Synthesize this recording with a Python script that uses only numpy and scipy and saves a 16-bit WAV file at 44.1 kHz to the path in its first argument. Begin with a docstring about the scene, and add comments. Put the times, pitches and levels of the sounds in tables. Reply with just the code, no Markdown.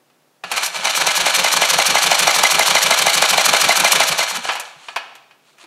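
"""In a workshop, an electric starter cranks a small single-cylinder engine that never fires.
The turning crank times it all: noise swells for gear rasp, struck resonances for knock and valve clacks,
wavering tones for squeaks, body hum and air throbs, and coloured noise for the rush through the ports.
The starter is released, the crank coasts against compression, and loose gears clunk to rest as noise
cracks and ringing sines. Metal sounds get a short room tail; a faint room tone lies under everything."""
import sys
import numpy as np
from scipy import signal
from scipy.fft import rfft, irfft, next_fast_len
from scipy.io import wavfile

SR = 44100
rng = np.random.default_rng(int(sys.argv[2]) if len(sys.argv) > 2 else 0)


def waveform_to_disk(signal):
    """Save audio, clipped to [-1, 1], as 16-bit WAV at the path in sys.argv[1]."""
    frames = np.transpose(np.atleast_2d(signal))
    scaled = np.clip(frames, -1, 1) * 32767
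    samples = np.round(scaled).astype(np.int16)
    wavfile.write(sys.argv[1], SR, samples)


N = 249849
TIME = np.arange(N) / SR


def amp(db):
    """Turn decibels into a linear factor."""
    return 10 ** (np.asarray(db) / 20)


def unit(x):
    """Scale to rms 1."""
    return x / np.sqrt(np.mean(x ** 2) + 1e-20)


def hump(x, centre, width):
    """Bell-shaped swell of height 1."""
    return np.exp(-.5 * ((x - centre) / width) ** 2)


def each_cycle(cycles, share, width):
    """A swell that comes back at the same crank angle."""
    return hump((cycles - share + .5) % 1, 0.5006, width)


def passing(cycles, share):
    """Times at which the crank passes a point (or points) of its cycle."""
    points = np.add.outer(np.arange(np.ceil(cycles[-1])), share).ravel()
    # points never reached land beyond the end
    return np.interp(points, cycles, TIME, right=2 * N / SR)


def wander(rate):
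    """Random drift of spread 1, with `rate` new values a second."""
    return unit(np.interp(TIME * rate, np.arange(N // 20), rng.standard_normal(N // 20)))


def clicks(times, sizes):
    """Single-sample blows; those after the end are dropped."""
    samples = np.round(np.asarray(times) * SR).astype(int)
    return np.bincount(np.clip(samples, 0, N), sizes * np.ones(len(times)), N)[:N]


def bursts(blows, t60):
    """Loudness of the chatter after each blow; its energy equals the blow's."""
    r = np.exp(-2 * np.log(1000) / (t60 * SR))
    return np.sqrt(signal.lfilter([1 - r], [1, -r], blows ** 2 + 1e-18))


def colour(x, spectrum):
    """Shape by a smooth spectrum, keeping the power of white noise."""
    hz, db = np.transpose(spectrum)
    size = next_fast_len(len(x) + 2048)
    grid = np.maximum(np.fft.rfftfreq(size, 1 / SR), 1)
    gain = unit(amp(np.interp(np.log(grid), np.log(hz), db)))
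    return irfft(rfft(x, size) * gain, size)[:len(x)]


def resonate(x, hz, width_hz):
    """Band-pass resonance with gain 1 on top."""
    r = np.exp(-np.pi * width_hz / SR)
    zeros = np.array([1, 0, -1]) * (1 - r * r) / 2
    poles = [1, -2 * r * np.cos(2 * np.pi * hz / SR), r * r]
    return signal.lfilter(zeros, poles, x + 1e-18)


def ring(x, hz, t60):
    """A unit click sets a dying sine of starting height 1 ringing."""
    r = np.exp(-np.log(1000) / (t60 * SR))
    w = 2 * np.pi * hz / SR
    return signal.lfilter([0, np.sin(w)], [1, -2 * r * np.cos(w), r * r], x + 1e-18)


def swells(cycles, rows, waver, chance_db):
    """Wavering tones that come back at the same crank angle."""
    out = np.zeros(N)
    for share, length, hz, db in rows:
        pitch = hz * (1 + waver * wander(250))
        tone = np.sin(2 * np.pi * np.cumsum(pitch) / SR)
        out += amp(db + chance_db * wander(7)) * each_cycle(cycles, share, length) * tone
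    return out


# quiet of the room, shape only: (f/Hz, relative level/dB)
ROOM_TONE_SPECTRUM = [(18, -90), (30, -52), (108, -30), (126, -16.5), (144, -11.5), (182, -18.5),
                      (230, -13.5), (561, -13.5), (874, -16.5), (1360, -20.5), (15500, -33.5)]


def room_tone():
    """Steady noise with a low bulge is the quiet of the workshop."""
    return amp(-60) * colour(rng.standard_normal(N), ROOM_TONE_SPECTRUM)


# the starter spins the crank up towards its top speed (cycles per s)
START_S, START_SPEED, TOP_SPEED, SPIN_UP_S = .437, 2.319, 6.439, .609
RELEASE_S, COAST_S = 4.007, .793   # once released, friction slows the crank evenly
START_ANGLE = -.223   # cycles before the first knock
# compression holds the slow crank back, or springs it forward (negative):
# (t/s, width/s, share of speed lost)
COMPRESSION_SAGS = [(.585, .025, -.37), (.74, .075, .453), (4.162, .024, .227)]


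def crank():
    """Engine cycles turned since the first knock, and speed as a share of the top speed."""
    spin_up = TOP_SPEED - (TOP_SPEED - START_SPEED) * np.exp(-(TIME - START_S) / SPIN_UP_S)
    coast = np.clip(1 - (TIME - RELEASE_S) / COAST_S, 0, 1)
    held_back = 1 - sum(lost * hump(TIME, s, width) for s, width, lost in COMPRESSION_SAGS)
    speed = (TIME > START_S) * spin_up * coast * held_back
    return START_ANGLE + np.cumsum(speed) / SR, speed / TOP_SPEED


# blows of gears and loose parts at start and stop, before the trims in clunks():
# (t/s, body level/dB, sharp edge level/dB)
CLUNK_BLOWS = [(0.1, -45, -64), (0.438, -11.5, -36), (0.516, -5.5, -12.5), (4.489, -4.5, -43),
               (4.505, -13, -41), (4.52, -12, -28), (4.554, -13, -25), (4.566, -17, -46),
               (4.598, -16, -16.5), (4.885, -15, -52), (4.961, -6.5, -26), (5.153, -29, -35.5),
               (5.31, -34.5, -66.5), (5.583, -36, -47), (5.64, -31, -48)]
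# colour of the crack, shape only: (f/Hz, relative level/dB)
CRACK_SPECTRUM = [(59, -69), (100, -46), (570, -15), (748, -4.5), (1460, -11), (1700, -10), (2000, -13.5),
                  (2470, -7.5), (4450, -20), (11400, -41.5), (15000, -60)]
# ringing of the steel gears: (f/Hz, relative level/dB, decay time t60/s)
GEAR_RINGS = [(735, -14.5, .33), (1313, -7.5, 0.45), (1694, -4, 0.35), (2250, -14, 0.43), (2500, 0.5, 0.19),
              (2580, -24, .38), (2920, -7, 0.35), (4100, -15.5, 0.12), (4430, -6, 0.22), (5740, -18, 0.26)]
# colour of sliding metal, also used by gears(), shape only: (f/Hz, relative level/dB)
SLIDING_SPECTRUM = [(500, -34.5), (1500, -8.5), (3500, -3), (5000, -4), (6300, -2.5), (8500, -5.5),
                    (12000, -8.5), (14000, -15.5), (15700, -30.5)]


def clunks(crack_db=11, ring_db=-24, body_db=2, sharp_db=8, rebound_s=0.0051, rebound_db=2,
           crack_t60=0.064, edge_t60=0.06, shudder_db=-10, shudder_t60=0.9):
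    """Backlash blows: a short crack, a longer shudder, and the steel gears ring on; heavy blows rebound."""
    s, db, edge_db = np.transpose(CLUNK_BLOWS)
    size = amp(db + body_db)
    # squared size: heavy blows rebound far more than light ones
    blows = clicks(s, size) + clicks(s + rebound_s, amp(rebound_db) * size ** 2)
    loudness = bursts(blows, crack_t60) + amp(shudder_db) * bursts(blows, shudder_t60)
    body = loudness * rng.standard_normal(N)
    edge = bursts(clicks(s, amp(edge_db + sharp_db)), edge_t60) * rng.standard_normal(N)
    edge = signal.sosfilt(signal.butter(2, 4500, "high", fs=SR, output="sos"), edge)
    crack = colour(body, CRACK_SPECTRUM) + colour(edge, SLIDING_SPECTRUM)
    rings = sum(amp(mode_db) * ring(clicks(s, size), hz, t60) for hz, mode_db, t60 in GEAR_RINGS)
    return amp(crack_db) * crack + amp(ring_db) * rings


DRIVEN_POWER, COAST_POWER = 0.62, 1.24   # gear force grows as a power of speed, under power and coasting
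BITE_S, FREE_SPIN_DB = 0.56, -8   # the pinion whirrs lightly until it bites
# teeth bear harder or go slack as the slow crank fights compression: (t/s, width/s, level change/dB)
TOOTH_STRAINS = [(.64, 0.0099, 3.5), (.72, 0.019, -7.5), (4.215, 0.038, 2), (4.41, 0.013, -4.5),
                 (4.448, 0.015, -1.5)]


def gear_force(speed):
    """Force on the teeth follows speed: light before the pinion bites, fading sooner after release."""
    power = np.where(TIME < RELEASE_S, DRIVEN_POWER, COAST_POWER)
    strain_db = sum(db * hump(TIME, s, width) for s, width, db in TOOTH_STRAINS)
    return speed ** power * amp(FREE_SPIN_DB * (TIME < BITE_S) + strain_db)


def teeth(cycles, count, uneven_db, chance_db, t60, repeat=0.7):
    """Worn teeth strike in the same uneven pattern every cycle, each with a short chatter; rms 1."""
    spacing = np.arange(count) + rng.uniform(-.4, .4, count)
    times = passing(cycles, spacing / count)
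    wear = np.resize(rng.permutation(np.linspace(-1.7, 1.7, count)), len(times))
    strikes = clicks(times, amp(uneven_db * wear + chance_db * rng.standard_normal(len(times))))
    # part of the grain comes back in each cycle, as the same surfaces meet again
    since_knock = np.arange(N) - np.searchsorted(cycles, np.floor(cycles))
    grain = repeat * rng.standard_normal(N)[since_knock] + rng.standard_normal(N)
    return unit(bursts(strikes, t60) * grain)


# load surges in each cycle: (share of cycle, width/cycles, rattle level/dB, slide level/dB), both relative
LOAD_SURGES = [(.98, 0.028, 3.5, 5), (.07, .04, 1, -7), (.19, 0.034, 1.5, 2.5), (0.408, 0.029, -0.5, -4),
               (.478, 0.055, -11.5, 7.5), (.695, 0.039, 3, 4)]
SLACK_RATTLE_DB, SLACK_HISS_DB = -5.5, -13.5   # relative levels between the surges
# colour of the tooth rattle, also used by rubbing(), shape only: (f/Hz, relative level/dB)
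TOOTH_SPECTRUM = [(30, -32.5), (100, -23), (280, -20), (460, -13), (650, -1.5), (1200, 0), (1850, -4.5),
                  (2300, -1), (4300, -3), (5000, -11), (6500, -8), (10000, -15), (15500, -48)]


def gears(cycles, drive, teeth_db=-20, grind_db=-24.0, hiss_db=-26, ticks_db=-25,
          flicker_db=0.84, hiss_growth=1.9):
    """Teeth strike and slide as hard as the load demands; hiss grows faster with force than rattle."""
    rattle, slide = amp(SLACK_RATTLE_DB), amp(SLACK_HISS_DB)
    for share, width, rattle_db, slide_db in LOAD_SURGES:
        surge = each_cycle(cycles, share, width)
        rattle = np.hypot(rattle, amp(rattle_db) * surge)
        slide = np.hypot(slide, amp(slide_db) * surge)
    rattle, slide = drive * rattle, drive ** hiss_growth * slide
    strikes = amp(teeth_db) * teeth(cycles, count=132, uneven_db=2.5, chance_db=2, t60=0.014)
    ticks = amp(ticks_db) * teeth(cycles, count=60, uneven_db=-2.5, chance_db=5.5, t60=0.058)
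    grind = amp(grind_db) * rng.standard_normal(N) * amp(flicker_db * wander(500))
    hiss = amp(hiss_db) * rng.standard_normal(N) * amp(flicker_db * wander(810))
    rasp = colour((strikes + grind) * rattle, TOOTH_SPECTRUM)
    return rasp + colour((hiss + ticks) * slide, SLIDING_SPECTRUM)


# resonances of the engine casing: (f/Hz, width/Hz, level/dB against the direct sound)
CASING_MODES = [(546, 27, -2), (598, 21, -9), (787, 33, -5.5), (984, 100, -8.5), (1314, 46, -7),
                (1500, 83, -2.5), (1684, 38, 3.5), (2340, 118, 1), (2946, 93, -15.5), (2990, 77, -3),
                (3610, 42, -6), (3910, 100, -12), (4257, 114, 0), (5760, 100, 1.5), (6200, 120, -8),
                (7140, 120, -26)]


def casing(x):
    """The casting lifts its own resonances out of whatever shakes it."""
    return x + sum(amp(db) * resonate(x, hz, width) for hz, width, db in CASING_MODES)


SINGING_DB, SINGING_POWER = 1.5, 1.5   # trim on squeaks and hum, and extra growth with speed
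# rubbing parts sing briefly, and the engine body hums long and low near 531 Hz:
# (share of cycle, width/cycles, f/Hz, relative level/dB)
SQUEAK_AND_HUM_TONES = [(.1, 0.022, 2080, -12), (.12, .04, 3940, -26), (.43, 0.044, 4340, -30),
                        (.68, 0.18, 531, -31.5)]


def squeaks_and_hum(cycles, speed, vigour):
    """Rubbing parts sing briefly and the body hums longer and lower: wavering sines at fixed crank angles."""
    level = amp(SINGING_DB) * vigour * speed ** SINGING_POWER
    return level * swells(cycles, SQUEAK_AND_HUM_TONES, waver=.013, chance_db=3.0)


PORT_LEAK_DB, AIR_POWER = -49, 2.14   # flow between the gusts before the speed factor, and growth with speed
# gas rushes through the open ports twice a cycle: (share of cycle, width/cycles, level/dB before speed)
GAS_RUSHES = [(0.069, .06, -35.5), (.745, 0.11, -34.5)]
# colour of the rush, shape only: (f/Hz, relative level/dB)
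RUSH_SPECTRUM = [(30, -13.5), (110, -15), (200, -2.5), (330, -2.5), (460, 2), (750, -13), (2000, -55.5)]
# hollow throbs of air: (share of cycle, width/cycles, f/Hz, level/dB before speed)
AIR_THROBS = [(0.022, 0.02, 200, -33.5), (.6, 0.038, 175, -32.5), (.72, .03, 160.7, -35),
              (0.831, 0.048, 168, -32.5)]


def ports(cycles, speed):
    """The piston pumps air through the open head: hollow throbs on a dull rush."""
    gusts = sum(amp(db) * each_cycle(cycles, share, width) for share, width, db in GAS_RUSHES)
    rush = (amp(PORT_LEAK_DB) + gusts) * colour(rng.standard_normal(N), RUSH_SPECTRUM)
    return speed ** AIR_POWER * (rush + swells(cycles, AIR_THROBS, waver=0.0645, chance_db=-1.5))


# soft thumps as the engine starts and settles: (t/s, f/Hz, level/dB before softening)
SOFT_THUMPS = [(0.446, 178, -32), (0.783, 197, -32), (4.101, 155, -24), (4.378, 230, -25),
               (4.761, 150, -42), (5.333, 274, -55), (5.636, 332, -39)]


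def thumps(t60=0.054, soft_hz=45):
    """Dull puffs and bumps: short low sines whose onset a resonance softens."""
    return sum(resonate(ring(clicks([s], amp(db)), hz, t60), hz, soft_hz) for s, hz, db in SOFT_THUMPS)


KNOCK_DB, KNOCK_POWER = -1.5, 2.3   # one knock a cycle: level at top speed, and growth with speed


def knock(cycles, speed, hz=705, width_hz=400, lead_s=0.00147, chance_db=1.1, echo_db=-12, echo_s=0.017):
    """A heavy, well-damped blow once a cycle, harder with speed, with its echo off the floor."""
    s = passing(cycles, 0) - lead_s
    size = amp(KNOCK_DB + chance_db * rng.standard_normal(len(s)))
    size = size * np.interp(s, TIME, speed) ** KNOCK_POWER
    blows = clicks(s, size) + clicks(s + echo_s, size * amp(echo_db))
    thud = resonate(resonate(blows, hz, width_hz), hz, width_hz)
    # bring the peak of the doubled resonance back to about the blow's size
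    return thud * SR / width_hz * np.e / (2 * np.pi)


# valve gear contacts in each cycle: (share of cycle, f/Hz, width/Hz, level/dB at full vigour)
VALVE_CONTACTS = [(.02, 2450, 1490, -11.5), (.071, 654, 131, -26), (.205, 980, 143, -27),
                  (0.388, 996, 299, -19), (0.516, 1049, 458, -4), (0.523, 4610, 249, -12.5),
                  (0.733, 900, 400, -13.5), (0.916, 941, 248, -12.5), (.975, 5920, 500, -9.5),
                  (.975, 7900, 6000, -1)]


def valve_gear(cycles, vigour, chance_db=2, chatter=1.0, chatter_t60=0.011):
    """Rockers and valves land at fixed crank angles, each with a short chatter."""
    out = np.zeros(N)
    for share, hz, width, db in VALVE_CONTACTS:
        times = passing(cycles, share)
        blows = vigour * clicks(times, amp(db + chance_db * rng.standard_normal(len(times))))
        bounce = chatter * bursts(blows, chatter_t60) * rng.standard_normal(N)
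        out += resonate(blows + bounce, hz, width) * SR / (2 * np.pi * width)
    return out


# faint rubbing as things settle: (t/s, width/s, level/dB before grain)
SETTLING_RUBS = [(4.87, 0.063, -43.5), (5.5, .045, -55.5), (5.621, 0.021, -43)]


def rubbing():
    """Soft, grainy scrapes of metal on metal: flickering noise under brief pressure."""
    pressure = sum(amp(db) * hump(TIME, s, width) for s, width, db in SETTLING_RUBS)
    grains = rng.standard_normal(N) * amp(1.5 * wander(400))
    return pressure * colour(grains, TOOTH_SPECTRUM)


def tail(x, t60):
    """Smear each blow into dying noise of the same energy."""
    decay = rng.standard_normal(SR) * np.exp(-np.log(1000) * TIME[:SR] / t60)
    return signal.fftconvolve(x, decay / np.linalg.norm(decay))[:N]


def workshop(x, wet_db=-10, t60=0.65, delay_s=.009, dull_hz=7000):
    """Concrete floor and walls return a short, slightly dull tail."""
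    wet = signal.sosfilt(signal.butter(1, dull_hz, fs=SR, output="sos"), tail(x, t60))
    return x + amp(wet_db) * np.interp(TIME - delay_s, TIME, wet, left=0)


def scene():
    """The engine and its room, over the quiet of the workshop."""
    cycles, speed = crank()
    drive = gear_force(speed)
    vigour = drive ** 2   # valve clacks, squeaks and hum fade faster than the rattle
    metal = clunks() + casing(gears(cycles, drive)) + squeaks_and_hum(cycles, speed, vigour)
    metal = metal + knock(cycles, speed) + valve_gear(cycles, vigour)
    air = ports(cycles, speed) + thumps()
    return (room_tone() + workshop(metal) + air + rubbing())[None]


CUTOFF_HZ = 15700


def record(dry):
    """The highest peaks are rounded, and the top is cut by a steep low-pass."""
    rounded = dry / (1 + (dry / .93) ** 4) ** .25
    return signal.sosfilt(signal.ellip(10, .2, 80, CUTOFF_HZ, fs=SR, output="sos"), rounded)


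dry = scene()
out = record(dry)
waveform_to_disk(out)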